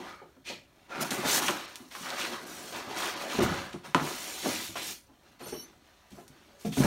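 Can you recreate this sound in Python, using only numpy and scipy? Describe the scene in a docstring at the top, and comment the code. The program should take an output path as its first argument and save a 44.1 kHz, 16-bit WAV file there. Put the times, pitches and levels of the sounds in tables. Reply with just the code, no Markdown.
"""Unpacking a machine

A machine packed in polystyrene foam is tipped over in its carton on a workshop floor, and the carton is
pulled off. Flaps scrape on concrete and foam hisses along cardboard: countless tiny slips blur into
noise. The settling load thumps the walls, stiff edges snap, and the empty carton is set down.
Thin, high tones flutter briefly near the end. One close microphone, a small room."""
import sys
import numpy as np
from scipy import signal
from scipy.fft import rfft, irfft, next_fast_len
from scipy.io import wavfile
from scipy.ndimage import uniform_filter1d, map_coordinates

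SR = 44100
rng = np.random.default_rng(int(sys.argv[2]) if len(sys.argv) > 2 else 0)


def generate_wav(sig):
    """Save sig (samples, or channels by samples) to the path in sys.argv[1] as 16-bit PCM at SR."""
    pcm = np.round(np.clip(np.atleast_2d(sig).T, -1, 1) * 32767).astype(np.int16)
    wavfile.write(sys.argv[1], SR, pcm)


N = 302509
TOP_HZ = 15800
TIME = np.arange(N) / SR
AGE = np.arange(SR // 2) / SR  # seconds since one short sound began
PUSH_TIME = np.arange(N * 1000 // SR + 2) / 1000  # pushes change slowly: one step a millisecond


def amp(db):
    """Turn decibels into a gain."""
    return 10 ** (np.asarray(db) / 20)


def unit(x):
    """Scale a sound to an average power of 1."""
    return x / np.sqrt(np.mean(x ** 2) + 1e-20)


def along(points, hz):
    """Read between (frequency, value) points on a log frequency axis."""
    f, values = np.transpose(points)
    return np.interp(np.log(hz + 1), np.log(f + 1), values)


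def wobble(rate):
    """A smooth curve through `rate` random values a second."""
    return map_coordinates(rng.standard_normal(int(N * rate / SR) + 4), [TIME * rate])


def filtered(x, response):
    """Scale and delay each frequency f of a sound by response(f)."""
    size = next_fast_len(len(x) + SR // 4)
    return irfft(rfft(x, size) * response(np.fft.rfftfreq(size, 1 / SR)), size)[:len(x)]


def resonance(f, hz, width):
    """The response of something that rings at hz, with gain 1 there."""
    return 1j * f * width / (hz * hz - f * f + 1j * f * width)


def add(track, start, sound):
    """Mix a sound into the track, `start` seconds in."""
    part = track[max(0, round(start * SR)):][:len(sound)]
    part += sound[:len(part)]


def stroke(start, rise, hold, fade):
    """The gain of one push or swell: it rises, holds, then drops 20 dB in each fade time."""
    age = PUSH_TIME - start
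    speed = np.sin(np.pi / 2 * np.clip(age / rise, 0, 1)) ** 2
    return speed * amp(-20 * np.clip((age - rise - hold) / fade, 0, 10))


# the tone of the workshop's still air: f/Hz, relative level/dB
AIR_TONE = [(15, -48), (25, -2.5), (64, 12), (216, -0.5), (449, -14.5), (812, -16), (2200, -31),
            (3880, -19), (4950, -29), (5980, -21), (15800, -20)]
def air():
    """Still air makes a faint, steady noise, mostly low."""
    return amp(-68.0) * unit(filtered(rng.standard_normal(N), lambda f: amp(along(AIR_TONE, f))))


# how long the room rings: f/Hz, time to fade by 60 dB (t60)/s
ROOM_DECAY = [(100, 0.91), (300, 0.41), (1000, 0.3), (4000, 0.13), (14000, 0.3)]
def room_echo(sound, early_db, early_t60):
    """The echo of a sound: floor and near furniture answer first, then the whole workshop."""
    hz, t, spectrum = signal.stft(rng.standard_normal(len(AGE)), SR, nperseg=256)
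    decay = amp(-60 * t / along(ROOM_DECAY, hz)[:, None])
    tail = signal.istft(spectrum * decay, SR, nperseg=256)[1][:len(AGE)]
    tail = tail * (1 + amp(early_db - 60 * AGE / early_t60)) * (AGE > .002)
    return signal.fftconvolve(sound, tail / np.linalg.norm(tail))[:len(sound)]


# thin, high tones: f/Hz, relative level/dB, start/s, end/s
HIGH_TONES = [(3000, -59, 5.52, 5.62), (3970, -59, 5.55, 5.62), (4390, -59, 5.41, 5.63),
              (5580, -49.5, 5.48, 5.62), (6110, -52.5, 5.45, 5.65), (8920, -55.5, 5.42, 5.54),
              (9700, -59.5, 5.42, 5.64), (10200, -58, 5.54, 5.63), (11430, -56.5, 5.41, 5.62),
              (11972, -57, 5.54, 5.62), (12941, -65, 5.4, 5.62), (14100, -66, 5.48, 5.62),
              (14950, -61, 5.5, 5.61)]
def high_tones():
    """Thin, high tones with a raspy edge flutter briefly near the end."""
    track = np.zeros(N)
    rise_s = 0.023
    for hz, db, start, end in HIGH_TONES:
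        swell = np.interp(AGE, PUSH_TIME, stroke(0, rise_s, hold=end - start - rise_s, fade=0.043))
        tone = np.sin(2 * np.pi * hz * AGE)
        rasp = unit(filtered(rng.standard_normal(len(AGE)), lambda f: resonance(f, hz, width=220) ** 3))
        flutter_db = 3 * wobble(55.6)[:len(AGE)]
        add(track, start, amp(db - 1 + flutter_db) * swell * (tone + amp(-5) * rasp))
    return track


# hollow scuffs of the flaps: t/s, hold/s, level/dB, f/Hz
FLAP_SCUFFS = [(0.07, 0.11, -53, 1258), (0.447, .07, -49, 2436), (0.9, 0.11, -43, 1360),
               (1.475, 0.028, -40.5, 1340), (1.935, 0.014, -48, 1074), (2.32, 0.018, -42.5, 1100),
               (2.719, 0.032, -45.5, 890)]
def scuffs():
    """A dragged edge chatters and makes its flap ring; each flap has its own pitch."""
    track = np.zeros(N)
    width_hz, overtone = 75, 1.8
    for start, hold, db, hz in FLAP_SCUFFS:
        chatter = rng.standard_normal(len(AGE))
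        flap = lambda f: resonance(f, hz, width_hz) - amp(-8.5) * resonance(f, overtone * hz, width_hz)
        swell = np.interp(AGE, PUSH_TIME, stroke(0, rise=0.021, hold=hold, fade=0.1))
        add(track, start, amp(db) * swell * unit(filtered(chatter, flap)))
    return track


# the notes the carton's panels ring at: f/Hz, relative level/dB, t60/s
PANEL_NOTES = [(65.6, 4.5, 0.027), (139, 1, 0.13), (164.6, -5, 0.16), (194.8, 0, 0.088), (263, 2, 0.094),
               (331.6, -6, 0.22), (358.4, 3.5, 0.085), (458, -6, 0.087), (594, -0.5, 0.14),
               (703, -1.5, 0.1), (842, -3, 0.12), (1027, 0, 0.13), (1347, -3.5, 0.13)]
# soft, heavy blows: t/s, peak level/dB, f/Hz, bandwidth as a multiple of f, echo/dB
LOAD_THUMPS = [(0.001, -36.5, 328, 0.53, -5), (0.216, -41, 330, 2, 4), (0.365, -50, 300, 2.2, 4),
               (0.498, -34, 400, 1.4, 2), (0.975, -33, 242, 0.48, -6), (1.008, -26.5, 223, 0.75, -5.5),
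               (1.022, -29.5, 626, 0.35, -7), (1.112, -27, 261, 1.1, -17), (1.173, -27, 215, 1.1, 2),
               (1.235, -26.5, 620, 0.85, -7), (1.249, -23.5, 300, 1.7, -8), (1.368, -30.5, 353, 0.88, -8),
               (1.492, -24, 376, 0.96, -7.5), (1.8, -42, 277, 0.36, 6), (2.005, -41, 190, 0.77, -4),
               (2.87, -36, 273.5, 2.1, 2), (3.345, -29, 250, 1.8, 0), (3.386, -14, 268, 2.04, 1),
               (3.43, -22, 131, 1.6, -1), (3.508, -28, 126, 1.2, -16), (3.74, -30, 228, 1.4, -8),
               (3.878, -42.5, 150, 0.81, -6), (3.948, -14, 360, 2, -16), (3.949, -20.5, 160, 0.71, -19),
               (4.012, -25, 220, 1.2, -8), (4.04, -29, 270, 1.2, -8), (4.457, -20, 392, 1.1, -11),
               (4.685, -40.5, 129, 1.5, -1), (4.755, -27.5, 800, 1.5, -3.5), (5.089, -50.5, 453, 1.92, 5),
               (5.403, -36.5, 450, 2, 9), (5.46, -36, 250, 2.1, 6), (5.524, -27.5, 310, 2.2, 2.5),
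               (6.116, -41, 165, 2.1, 2), (6.178, -38.5, 531, 1.08, 4), (6.302, -46, 79.6, 1.9, -9),
               (6.648, -24, 200, 0.99, 0.5), (6.769, -19, 220, 2.1, 3.5), (6.802, -13, 131, 1.4, -7),
               (6.842, -14.5, 177, 2, -7)]
def thumps():
    """The load shifts against the walls: panels ring, board crushes, and a softer blow sounds lower."""
    track = np.zeros(N)
    attack = 1 - np.exp(-AGE / 0.00035)
    for start, db, hz, breadth, echo_db in LOAD_THUMPS:
        # one blow starts every note at once, neighbours in opposite directions
        ring = np.zeros(len(AGE))
        for k, (note_hz, note_db, t60) in enumerate(PANEL_NOTES):
            decay = amp(note_db + rng.normal(0, 4.26) - 60 * AGE / t60)
            ring += (-1) ** k * decay * np.sin(2 * np.pi * note_hz * AGE)
        crush = amp(22.0 - 60 * AGE / 0.091) * rng.standard_normal(len(AGE))
        blow = filtered((ring + crush) * attack, lambda f: resonance(f, hz, breadth * hz) ** 2)
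        blow = blow + amp(echo_db) * room_echo(blow, early_db=3.5, early_t60=0.19)
        add(track, start, amp(db) * blow / np.abs(blow).max())
    return track


def panels(f, width_hz, ring_db):
    """Cardboard boosts the frequencies near its panels' notes."""
    peaks = sum(amp(db) * abs(resonance(f, hz, width_hz)) ** 2 for hz, db, _ in PANEL_NOTES)
    return 1 + amp(ring_db) * peaks


# hard knocks of flaps and foam: t/s, crack level/dB, f/Hz, bandwidth as a multiple of f, echo/dB
EDGE_SNAPS = [(1.107, -16.5, 3840, 0.98, 7), (1.376, -16.5, 3500, 0.99, 2.5), (1.483, -13, 2800, 0.21, 0.5),
              (1.4859, -14, 1290, 0.48, -2), (1.509, -19, 5500, .5, -6.5), (1.7575, -22, 4260, 1, 0),
              (1.914, -34, 2280, 0.98, 4), (1.952, -27, 1330, 0.63, 0.5), (2.104, -19.5, 3610, 0.26, -8),
              (3.729, -33.5, 3030, 1, 11), (3.947, -8.5, 1200, 0.25, -6), (3.9472, -11, 3160, 0.5, -2),
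              (3.949, -17, 1033, 0.034, -13.5), (3.96, -19, 1100, 0.8, 4), (3.979, -20, 850, 0.74, -3.5),
              (3.998, -22, 1200, 0.76, 3.5), (4.77, -25, 2345, 0.39, 3), (5.404, -48, 1100, 1, -2),
              (6.117, -45, 3050, .73, 10), (6.28, -35, 5500, 0.94, 1.5), (6.649, -44, 2510, 0.87, 15)]
def snaps():
    """A stiff edge lets go and slaps: a sharp crack, then an echo that rings like cardboard."""
    track = np.zeros(N)
    for start, db, hz, breadth, echo_db in EDGE_SNAPS:
        crack = filtered(signal.unit_impulse(len(AGE)), lambda f: resonance(f, hz, breadth * hz))
        # the time in contact limits how high the crack reaches
        lowpass = signal.butter(3, min(3.34 * hz, TOP_HZ), fs=SR, output="sos")
        crack = signal.sosfilt(lowpass, crack)
        crack = crack / np.abs(crack).max()
        echo = room_echo(crack, early_db=6.0, early_t60=0.026)
        echo = filtered(echo, lambda f: panels(f, width_hz=46, ring_db=7.0))
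        add(track, start, amp(db) * (crack + amp(echo_db) * echo))
    return track


def catches(lowest_hz, per_second=240, spread_db=5.5):
    """Foam beads or ridges of board catch and let go: tiny clicks, each with its own pitch."""
    t = AGE[:SR // 250]
    track = np.zeros(N)
    for when, pitch, size in rng.random((int(per_second * N / SR), 3)):
        hz = lowest_hz * 6.5 ** pitch
        click = np.sin(2 * np.pi * hz * t) * np.exp(-hz * t / 2.0)
        click_db = spread_db * min(-np.log(1 - size), 3)  # many small clicks, few big ones
        add(track, when * N / SR, amp(click_db) * click)
    return unit(track)


# the tone of rubbed board and foam: f/Hz, relative level/dB
FRICTION_TONE = [(50, -25.5), (100, -7.5), (200, 1.5), (330, 2), (460, -1), (950, 0), (1600, -1),
                 (2700, -6), (5600, -9.5), (9000, -13), (12300, -16.5), (15800, -14)]
def slips(low_hz, high_hz, steep, rough, patchy_db, ring=lambda f: 1):
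    """Tiny slips merge into a band of noise; the touching spot wanders, so resonances come and go."""
    def band(f):
        edges = (1 + (low_hz / f) ** steep) * (1 + (f / high_hz) ** steep)
        return amp(along(FRICTION_TONE, f)) / np.sqrt(edges)

    noise = rng.standard_normal(N) * np.exp(rough * wobble(250))
    spectrum = signal.stft(noise, nperseg=1024)[2]
    patches = uniform_filter1d(rng.standard_normal(spectrum.shape), size=5, axis=0)  # blur in pitch
    patches = uniform_filter1d(patches, size=7, axis=1)  # blur in time
    noise = signal.istft(spectrum * amp(patchy_db * unit(patches)), nperseg=1024)[1][:N]
    return unit(filtered(noise, lambda f: band(f + 1) * ring(f)))


def contact_power(strokes, shares):
    """The power that pushes feed into each band of noise; a brighter push favours the upper bands."""
    share_db, lean = np.transpose(shares)
    gains = np.array([amp(db + share_db + lean * bright_db) for *_, db, bright_db in strokes])
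    pushes = np.array([stroke(*timing) for *timing, _, _ in strokes])
    return gains.T ** 2 @ pushes ** 2


# board scrapes on concrete and on itself: t/s, rise/s, hold/s, fade/s, relative level/dB, brightness/dB
BOARD_SCRAPES = [(0.0, 0.00092, 0.11, 0.12, -47, -3), (0.878, 0.039, .04, 0.27, -45, -3.5),
                 (0.94, 0.019, 0.08, 0.22, -39.5, -3.5), (1.104, 0.017, 0.26, 0.21, -38, -2),
                 (1.23, 0.031, .23, 0.28, -36, 1), (1.9, 0.021, 0.11, 0.16, -54, 4.5),
                 (2.0, 0.074, 0.11, 0.37, -40.5, 0.5), (2.16, 0.039, 0.041, 0.17, -38.5, 2),
                 (2.31, 0.014, 0.017, 0.076, -40, -0.5), (2.39, 0.013, 0.42, 0.2, -51.5, -14.5),
                 (2.72, 0.0079, 0.031, 0.32, -41, -1), (2.84, 0.08, 0.38, 0.34, -41.5, -2),
                 (2.94, 0.049, 0.091, 0.17, -36, 1), (3.18, 0.034, 0.011, 0.12, -42, 1.5),
                 (3.26, 0.068, 0.062, 0.11, -41, 2), (3.375, 0.025, 0.045, 0.18, -31.5, -3.5),
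                 (3.46, 0.042, 0.085, 0.21, -38, -1.5), (3.828, 0.026, 0.0063, 0.13, -47.5, 0.5),
                 (3.95, 0.0086, 0.083, 0.49, -40, -1), (4.43, 0.032, 0.028, 0.14, -44.5, -30.5),
                 (4.75, 0.011, 0.024, 0.065, -49.5, 0), (5.385, 0.02, 0.12, 0.22, -55, 2),
                 (5.76, 0.15, 0.28, 0.16, -65.5, 0), (6.13, 0.052, 0.0081, 0.12, -61.5, -15),
                 (6.76, 0.12, 0.02, 0.086, -29.5, -9.5)]
# foam slides inside the carton: same columns
FOAM_SLIDES = [(0.437, 0.055, 0.014, 0.1, -42.5, -12.5), (0.995, 0.029, 0.0035, 0.044, -36, 3.5),
               (1.04, .015, 0.034, .05, -51, 3.5), (1.106, 0.0034, 0.0068, 0.32, -46.5, 7),
               (1.22, 0.12, 0.034, 0.07, -32, 4.5), (1.41, 0.019, 0.055, 0.085, -48, 11),
               (1.75, .02, .16, .1, -67, 4), (1.945, 0.012, 0.091, 0.074, -55.5, 6.5),
               (2.36, 0.14, 0.27, 0.17, -50, 1), (2.96, 0.045, 0.041, .08, -47, 1.5),
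               (3.415, 0.011, 0.013, 0.045, -42.5, 4.5), (3.97, 0.1, 0.48, 0.22, -44.5, 1.5),
               (4.38, 0.095, 0.094, 0.25, -39, -2), (4.58, 0.055, 0.024, 0.12, -46.5, 4),
               (4.74, 0.044, 0.045, 0.11, -41.5, -3), (4.8, 0.069, 0.045, 0.081, -42.5, 3.5),
               (5.455, 0.031, 0.014, 0.045, -52.5, 3), (6.1, 0.007, 0.11, 0.097, -68, 5.5),
               (6.58, 0.035, 0.12, 0.09, -59, 2), (6.646, 0.013, 0.012, 0.056, -50.5, 1.5),
               (6.713, 0.02, .03, 0.091, -45.5, 1), (6.76, .014, 0.099, .1, -41, 2.5)]
# how each material feeds drone, rasp, rub and hiss (a row each): level/dB, dB added per dB of brightness
BOARD_SHARES = [(-9, -0.64), (-0.5, 0), (-3, 1.5), (-10.5, 2.5)]
FOAM_SHARES = [(-10, 0.069), (-10.5, 0.11), (0, -0.16), (-0.5, 1)]
# the carton shifting in the hands: level/dB of drone, rasp, rub and hiss
HANDLING_DB = [-72, -73, -74, -81.5]
def sliding():
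    """Board drones and rasps, foam rubs and hisses; one uneven push drives them all."""
    power = contact_power(BOARD_SCRAPES, BOARD_SHARES) + contact_power(FOAM_SLIDES, FOAM_SHARES)
    sway = amp(4.5 * wobble(7.3))
    gains = np.sqrt([np.interp(TIME, PUSH_TIME, pushed) + (amp(db) * sway) ** 2
                     for pushed, db in zip(power, HANDLING_DB)])
    drone = slips(low_hz=105, high_hz=630, steep=4.2, rough=0.15, patchy_db=3.0,
                  ring=lambda f: panels(f, width_hz=8.1, ring_db=-10.5))
    rasp = slips(low_hz=486, high_hz=2000, steep=4.05, rough=0.21, patchy_db=2.0,
                 ring=lambda f: panels(f, width_hz=44, ring_db=-25.5))
    rub = slips(low_hz=2460, high_hz=5460, steep=6.1, rough=0.13, patchy_db=2.0)
    hiss = slips(low_hz=4760, high_hz=14000, steep=11.0, rough=0.15, patchy_db=2.5)
    beads = catches(lowest_hz=1807)
    ridges = filtered(catches(lowest_hz=600), lambda f: resonance(f, hz=1410, width=1600))
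    rub = unit(rub + amp(-11) * beads)
    rasp = unit(rasp + amp(-7) * ridges)
    friction = np.sum(gains * [drone, rasp, rub, hiss], axis=0) * amp(0.26 * wobble(35))
    return friction + amp(-9.0) * room_echo(friction, early_db=17.5, early_t60=0.12)


# brief dull instants in the sliding noise: t/s, length/s, depth/dB, above f/Hz
DULL_MOMENTS = [(1.042, 0.011, 8.5, 2000), (1.41, 0.014, 6, 2200), (1.67, 0.017, 13, 6800),
                (2.456, 0.022, 9, 6100), (3.153, 0.018, 10.5, 6500), (3.4, 0.0071, 19, 3240)]
def treble_dips(sound):
    """The treble drops away for an instant, here and there."""
    hz, t, spectrum = signal.stft(sound, SR, nperseg=128)
    cut_db = 0
    for middle, length, db, above_hz in DULL_MOMENTS:
        treble = 1 / (1 + (above_hz / (hz + 1)) ** 6)
        moment = np.exp(-(2 * (t - middle) / length) ** 4)
        cut_db += db * np.outer(treble, moment)
    return signal.istft(spectrum * amp(-cut_db), SR, nperseg=128)[1][:N]


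def scene():
    """Everything reaches one microphone, the same in both channels."""
    mono = treble_dips(sliding()) + scuffs() + thumps() + snaps() + high_tones() + air()
    return np.array([mono, mono])


# where the microphone hears less well: f/Hz, width/Hz, level/dB
MIC_NOTCHES = [(4890, 260, -4.5), (7660, 390, -2.5), (10470, 390, -4.5)]
def record(dry):
    """The microphone has a few dips in the treble, and nothing above TOP_HZ gets through."""
    colour = lambda f: amp(sum(db * np.exp(-((f - hz) / width) ** 2) for hz, width, db in MIC_NOTCHES))
    return np.array([filtered(channel, lambda f: colour(f) * (f < TOP_HZ)) for channel in dry])


dry = scene()
out = record(dry)
generate_wav(out)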